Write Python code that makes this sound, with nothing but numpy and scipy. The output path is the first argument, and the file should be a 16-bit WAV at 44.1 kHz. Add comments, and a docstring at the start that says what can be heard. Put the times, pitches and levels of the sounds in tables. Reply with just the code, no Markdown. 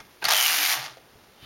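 """A hand softly touches a knitting machine in a small room; then the carriage is pushed once along
the steel needle bed. It knocks into the first needles and ticks over the rest, faster and then slower,
each impact a brief burst of vibration. Friction makes the cams rasp and drives the resonances of the
bed. The carriage coasts on its rail and stops with a soft knock; hands touch machine and knitting."""
import sys
import numpy as np
from scipy import signal
from scipy.fft import rfft, irfft, next_fast_len
from scipy.io import wavfile
from scipy.ndimage import uniform_filter1d

SR = 44100
rng = np.random.default_rng(int(sys.argv[2]) if len(sys.argv) > 2 else 0)


def wrap_up_sound(samples):
    """Save the sound to the file named by the first command line argument, as 16-bit audio."""
    columns = np.atleast_2d(samples).T
    # keep every value between -1 and 1, then stretch to whole-number steps
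    tamed = np.clip(columns, -1, 1)
    steps = np.round(tamed * 32767).astype(np.int16)
    wavfile.write(sys.argv[1], SR, steps)


N = 63945
TIME = np.arange(N) / SR

def amp(db):
    """Decibels to amplitude ratio."""
    return 10 ** (np.asarray(db) / 20)

def unit(x):
    """Normalisation to rms 1."""
    return x / np.sqrt(np.mean(x ** 2) + 1e-20)

def noise():
    """Gaussian white noise."""
    return rng.standard_normal(N)

def curves(rows):
    """Linear interpolation in time of each column after the first."""
    times, *columns = np.transpose(rows)
    return [np.interp(TIME, times, column) for column in columns]

def filtered(x, response):
    """Linear filtering: the spectrum times a frequency response."""
    size = next_fast_len(N + SR // 2)
    return irfft(rfft(x, size) * response(np.fft.rfftfreq(size, 1 / SR)), size)[:N]

def colour(x, spectrum, resonances=()):
    """Minimum-phase filter of unit power: a broad spectrum plus resonance peaks."""
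    def response(f):
        hz, db = np.transpose(spectrum)
        power = amp(np.interp(np.log(f + 1), np.log(hz), db)) ** 2
        for centre, width, level in resonances:
            taper = np.exp(-20 * (2 * (f - centre) / centre) ** 4)
            power += amp(level) ** 2 / (1 + (2 * (f - centre) / width) ** 2) * taper
        cepstrum = irfft(np.log(unit(np.sqrt(power)) + 1e-6))
        half = len(cepstrum) // 2
        return np.exp(rfft(np.r_[cepstrum[0], 2 * cepstrum[1:half], np.zeros(half)]))
    return filtered(x, response)

def bursts(times, db, decay_s):
    """Impulsive excitation: each impact adds noise energy that decays exponentially."""
    samples = np.clip(np.asarray(times) * SR, 0, N - 1).astype(int)
    kicks = np.bincount(samples, amp(db) ** 2, N)
    energy = signal.lfilter([1], [1, -np.exp(-2 / (decay_s * SR))], kicks)
    return noise() * np.sqrt(energy)

def ring(start, modes, rise_s):
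    """Free vibration: damped modes struck at one moment."""
    t = np.maximum(TIME - start, 0)
    vibration = sum(amp(db - 60 * t / t60) * np.sin(2 * np.pi * hz * t) for hz, db, t60 in modes)
    return (1 - np.exp(-t / rise_s)) * vibration

def narrow(hz, width_hz):
    """Random excitation of a steady or moving resonance, rms 1."""
    phase = 2 * np.pi * np.cumsum(hz * np.ones(N)) / SR
    slow = lambda: filtered(noise(), lambda f: 1 / (1 + (f / width_hz) ** 2))
    return unit(slow() * np.cos(phase) + slow() * np.sin(phase))

def friction(grains_per_s=1300):
    """Sliding friction of steel on steel: dense random micro-impacts, rms 1."""
    times = TIME[rng.random(N) < grains_per_s / SR]
    grain_db = rng.standard_normal(len(times))
    return unit(bursts(times, grain_db, decay_s=0.00068))

# background spectrum (frequency [Hz], level [dB])
HISS_SPECTRUM = [(15, -54), (25, -9.5), (133, -5), (188, -6), (359, -4), (537, -7), (1020, -9.5),
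                 (1240, -11), (5730, -21), (7910, -21), (15500, -24.5)]
def hiss():
    """Stationary noise, strongest in the bass."""
    return amp(-55.5) * colour(noise(), HISS_SPECTRUM)

def room(x, low_t60=0.35, high_t60=0.13, split_hz=4100):
    """Reverberation of a furnished room: the treble decays sooner."""
    low = filtered(noise(), lambda f: 1 / np.hypot(1, (f / split_hz) ** 2))
    high = filtered(noise(), lambda f: f ** 2 / np.hypot(split_hz ** 2, f ** 2))
    tail = (low * amp(-60 * TIME / low_t60) + high * amp(-60 * TIME / high_t60)) * (TIME > .003)
    return signal.fftconvolve(x, tail / np.linalg.norm(tail))[:N]

# bumps (time [s], level [dB])
TABLE_BUMPS = [(.002, -48), (.245, -44.5), (.265, -44), (0.306, -52), (1.154, -52.5), (1.425, -47)]
def table_bumps():
    """Structure-borne sound: dull bumps pass through the table."""
    impacts = bursts(*np.transpose(TABLE_BUMPS), decay_s=0.019)
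    return colour(impacts, [(30, -8), (95, 0), (190, -2), (600, -20), (3000, -60)])

# brushing hand (time [s], level [dB])
RUSTLE_LEVELS = [(1.3, -86), (1.385, -62.5), (1.42, -51.5), (1.44, -46), (1.45, -48)]
# light rubbing (frequency [Hz], level [dB])
RUB_SPECTRUM = [(200, -35), (900, -14.5), (2300, -7), (3200, -8), (4300, -7), (6000, -19), (16000, -23)]
# brushed needles (frequency [Hz], bandwidth [Hz], level [dB])
BRUSH_PEAKS = [(2830, 73, 2), (3050, 100, 5.5), (3330, 90, -5), (3610, 100, 4)]
def rustle():
    """Friction noise: a hand brushes the knitting and the needles."""
    level_db, = curves(RUSTLE_LEVELS)
    return colour(amp(level_db) * noise(), RUB_SPECTRUM, BRUSH_PEAKS)

# swells (time [s], half length [s], frequency [Hz], level [dB])
BED_DRONES = [(0.583, 0.063, 298, -51.5), (0.767, 0.028, 310, -57), (0.815, 0.095, 130.8, -53)]
def bed_drone():
    """Narrow resonances: the bed drones briefly under the carriage."""
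    return sum(amp(db) * np.exp(-((TIME - centre) / half) ** 2) * narrow(hz, width_hz=7.4)
               for centre, half, hz, db in BED_DRONES)

# carriage stroke (time [s], sliding level [dB], rasp level [dB], tick level [dB])
STROKE_LEVELS = [(.205, -88, -60, -69), (.245, -32.5, -54, -40), (.278, -31, -43, -30),
                 (.303, -24.5, -48, -8), (.325, -23, -27.5, -16.5), (.365, -28.5, -27.5, -14.5),
                 (.43, -32.5, -27.5, -16.5), (.485, -32.5, -24, -19.5), (.59, -30, -26, -20.5),
                 (.66, -33.5, -25, -20), (.73, -27.5, -26, -18), (.775, -33.5, -37.5, -34),
                 (.81, -36, -40, -53), (.85, -33.5, -44, -52), (.89, -44, -59, -55), (.94, -52.5, -77, -87),
                 (1.0, -62.5, -85, -94)]
# broad response of the machine (frequency [Hz], level [dB])
BODY_SPECTRUM = [(25, -65), (100, -37), (200, -44), (400, -27), (560, -15.5), (750, 1.5), (1050, -2),
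                 (2200, -4), (3200, -2), (5500, -4), (9000, -12), (16000, -33)]
# resonances of bed and carriage (frequency [Hz], bandwidth [Hz], level [dB])
BED_PEAKS = [(283, 7, -9.5), (471.6, 46, -7), (626, 17, 2.5), (749, 25, 3), (870, 130, -0.5), (1200, 70, 2),
             (1377, 44, 1), (1625, 67, 0.5), (1894, 62, 2.5), (2126, 23, 5)]
def rail_slide():
    """Forced vibration: friction on the rail drives the bed."""
    slide_db, _, _ = curves(STROKE_LEVELS)
    return colour(amp(slide_db) * friction(), BODY_SPECTRUM, BED_PEAKS)

# soft contacts (time [s], ring level [dB], tick level [dB])
SOFT_TOUCHES = [(.002, -53, -38.5), (.971, -36, -49), (1.155, -52, -73.5), (1.237, -62, -53.5),
                (1.325, -58.5, -64)]
# machine modes (frequency [Hz], level [dB], T60 [s])
BODY_MODES = [(540, -5, 0.049), (660, -2, 0.03), (1190, -17, 0.042)]
def touches():
    """Modal ringing: each soft contact ticks and sets the machine vibrating."""
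    times, ring_db, tick_db = np.transpose(SOFT_TOUCHES)
    rings = sum(amp(db) * ring(start, BODY_MODES, rise_s=0.00034) for start, db in zip(times, ring_db))
    return rings + colour(bursts(times, tick_db, decay_s=0.0065), BODY_SPECTRUM)

# dull contact (frequency [Hz], level [dB])
DULL_SPECTRUM = [(60, -42), (200, -9.5), (400, -6), (800, -12), (1600, -16), (2600, -26), (4000, -16),
                 (6500, -27), (16000, -40)]
def settling(db_per_s=380):
    """Free decay: the machine still rings from an earlier touch."""
    return colour(amp(-47 - db_per_s * TIME) * noise(), DULL_SPECTRUM, BED_PEAKS)

# cam contact resonances (frequency [Hz], bandwidth [Hz], level [dB])
CAM_PEAKS = [(880, 94, 7.5), (1580, 140, 4.5), (2503, 120, 5.5)]
def cam_contact(peak_s=.2258, fall_s=.0075):
    """Friction, then impact: a short scrape leads into the first dull touch of the cams."""
    t = TIME - peak_s
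    swell = lambda rise_s: np.exp(-np.abs(t) / np.where(t < 0, rise_s, fall_s))
    contact = colour(amp(-24) * swell(rise_s=.002) * noise(), DULL_SPECTRUM, CAM_PEAKS)
    scrape = colour(amp(-40) * swell(rise_s=.0066) * noise(), RUB_SPECTRUM)
    return scrape + contact

# sinking resonance (time [s], frequency [Hz], level [dB])
GLIDE_PATH = [(.27, 3463, -78), (.325, 3329, -26.5), (.41, 3011, -28.5), (.465, 2915, -28),
              (.505, 2804, -31), (.55, 2768, -45), (.65, 2250, -34.5), (.73, 2170, -49), (.79, 2130, -75),
              (.9, 2100, -120)]
def sinking_resonance(ticks, roughness=0.23):
    """Amplitude modulation: the ticks excite a resonance that sinks as the carriage travels."""
    hz, db = curves(GLIDE_PATH)
    power = lambda samples: np.abs(uniform_filter1d(ticks ** 2, samples)) + 1e-8
    chatter = (power(130) / power(1300)) ** roughness
    return amp(db) * chatter * narrow(hz, width_hz=140) * (TIME > FIRST_KNOCKS[0][0])

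# rubbing cams (frequency [Hz], level [dB])
RASP_SPECTRUM = [(40, -57), (350, -49), (600, -25), (1100, -3.5), (2200, 4), (3800, -0.5), (6000, 0),
                 (9000, -7), (13000, -2.5), (16000, -16)]
def cam_rasp():
    """Sliding friction: the cams give a bright, grainy noise."""
    _, rasp_db, _ = curves(STROKE_LEVELS)
    return colour(amp(rasp_db) * friction(), RASP_SPECTRUM)

# steel impact (frequency [Hz], level [dB])
CLICK_SPECTRUM = [(40, -59), (350, -35), (650, -28), (1200, -4.5), (3000, 0), (4200, -2), (6000, 1),
                  (9000, -2), (13000, -2.5), (16000, -9)]
def clicks(times, db):
    """Hard impact of steel on steel: a broadband crack and a short after-ring."""
    crack = bursts(times, db, decay_s=.0012)
    after_ring = bursts(times, db - 15.5, decay_s=.0045)
    return colour(crack + after_ring, CLICK_SPECTRUM)

# knocks (time [s], thud level [dB], click level [dB], ping level [dB])
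FIRST_KNOCKS = [(0.2421, -21.5, -18.5, -29.5), (0.2529, -18.5, -18, -17.5), (0.2848, -16, -15.5, -45),
                (0.2911, -30, -14.5, -44), (0.3038, -18.5, -23, -50), (.3095, -26.5, -10, -52),
                (0.3177, -34, -13, -48)]
# struck needle (frequency [Hz], level [dB], T60 [s])
NEEDLE_MODES = [(4430, 6, 0.018), (4670, 2, 0.017)]
def knocks():
    """Impact excitation: the cams hit the first needles; the bed thuds, steel clicks and pings."""
    times, thud_db, click_db, ping_db = np.transpose(FIRST_KNOCKS)
    thuds = colour(bursts(times, thud_db, decay_s=0.0075), BODY_SPECTRUM, BED_PEAKS)
    pings = sum(amp(db) * ring(start, NEEDLE_MODES, rise_s=0.00013) for start, db in zip(times, ping_db))
    return thuds + clicks(times, click_db) + pings

# needles met by the cams (time [s], rate [1/s])
NEEDLE_RATE = [(.3233, 82), (.363, 101), (.40, 121), (.45, 143), (.51, 163), (.57, 160), (.65, 130),
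               (.72, 118), (.79, 70)]
def needles(climb_s=0.0014, latch_s=0.0017, scatter_db=1.6):
    """An impact train: each needle scrapes up the cam, snaps over it and flips its latch."""
    rate, = curves(NEEDLE_RATE)
    start, first_rate = NEEDLE_RATE[0]
    passed = np.cumsum(rate * (TIME > start)) / SR
    samples = np.flatnonzero(np.diff(np.ceil(passed)))
    _, _, tick_db = curves(STROKE_LEVELS)
    times, db = TIME[samples], tick_db[samples]
    snap_jitter, latch_jitter, snap_size, latch_size = rng.standard_normal((len(times), 4)).T
    spread_s = .00015 * (rate[samples] / first_rate) ** 2.6  # faster travel, less even snaps
    snaps = times + spread_s * snap_jitter
    flips = snaps + latch_s * (1 + 0.37 * latch_jitter)
    levels = np.r_[db - 3, db + scatter_db * snap_size, db - 2 + scatter_db * latch_size]
    return clicks(np.r_[times - climb_s, snaps, flips], levels)

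def scene():
    """Superposition of the machine, its reverberation and the hiss."""
    ticks = needles()
    impacts = cam_contact() + knocks() + ticks
    carriage = rail_slide() + cam_rasp() + sinking_resonance(ticks) + bed_drone()
    handling = touches() + table_bumps() + settling() + rustle()
    machine = impacts + carriage + handling
    return (machine + amp(-13) * room(machine) + hiss())[None]

def record(dry, notch_hz=7875, width_hz=1060, top_hz=15950):
    """Band-stop and low-pass filtering: the recorder has a deep treble notch and a steep band limit."""
    notch = lambda f: np.abs(f - notch_hz) / np.hypot(f - notch_hz, width_hz)
    return filtered(dry[0], lambda f: notch(f) * (f < top_hz))[None]

dry = scene()
out = record(dry)
wrap_up_sound(out)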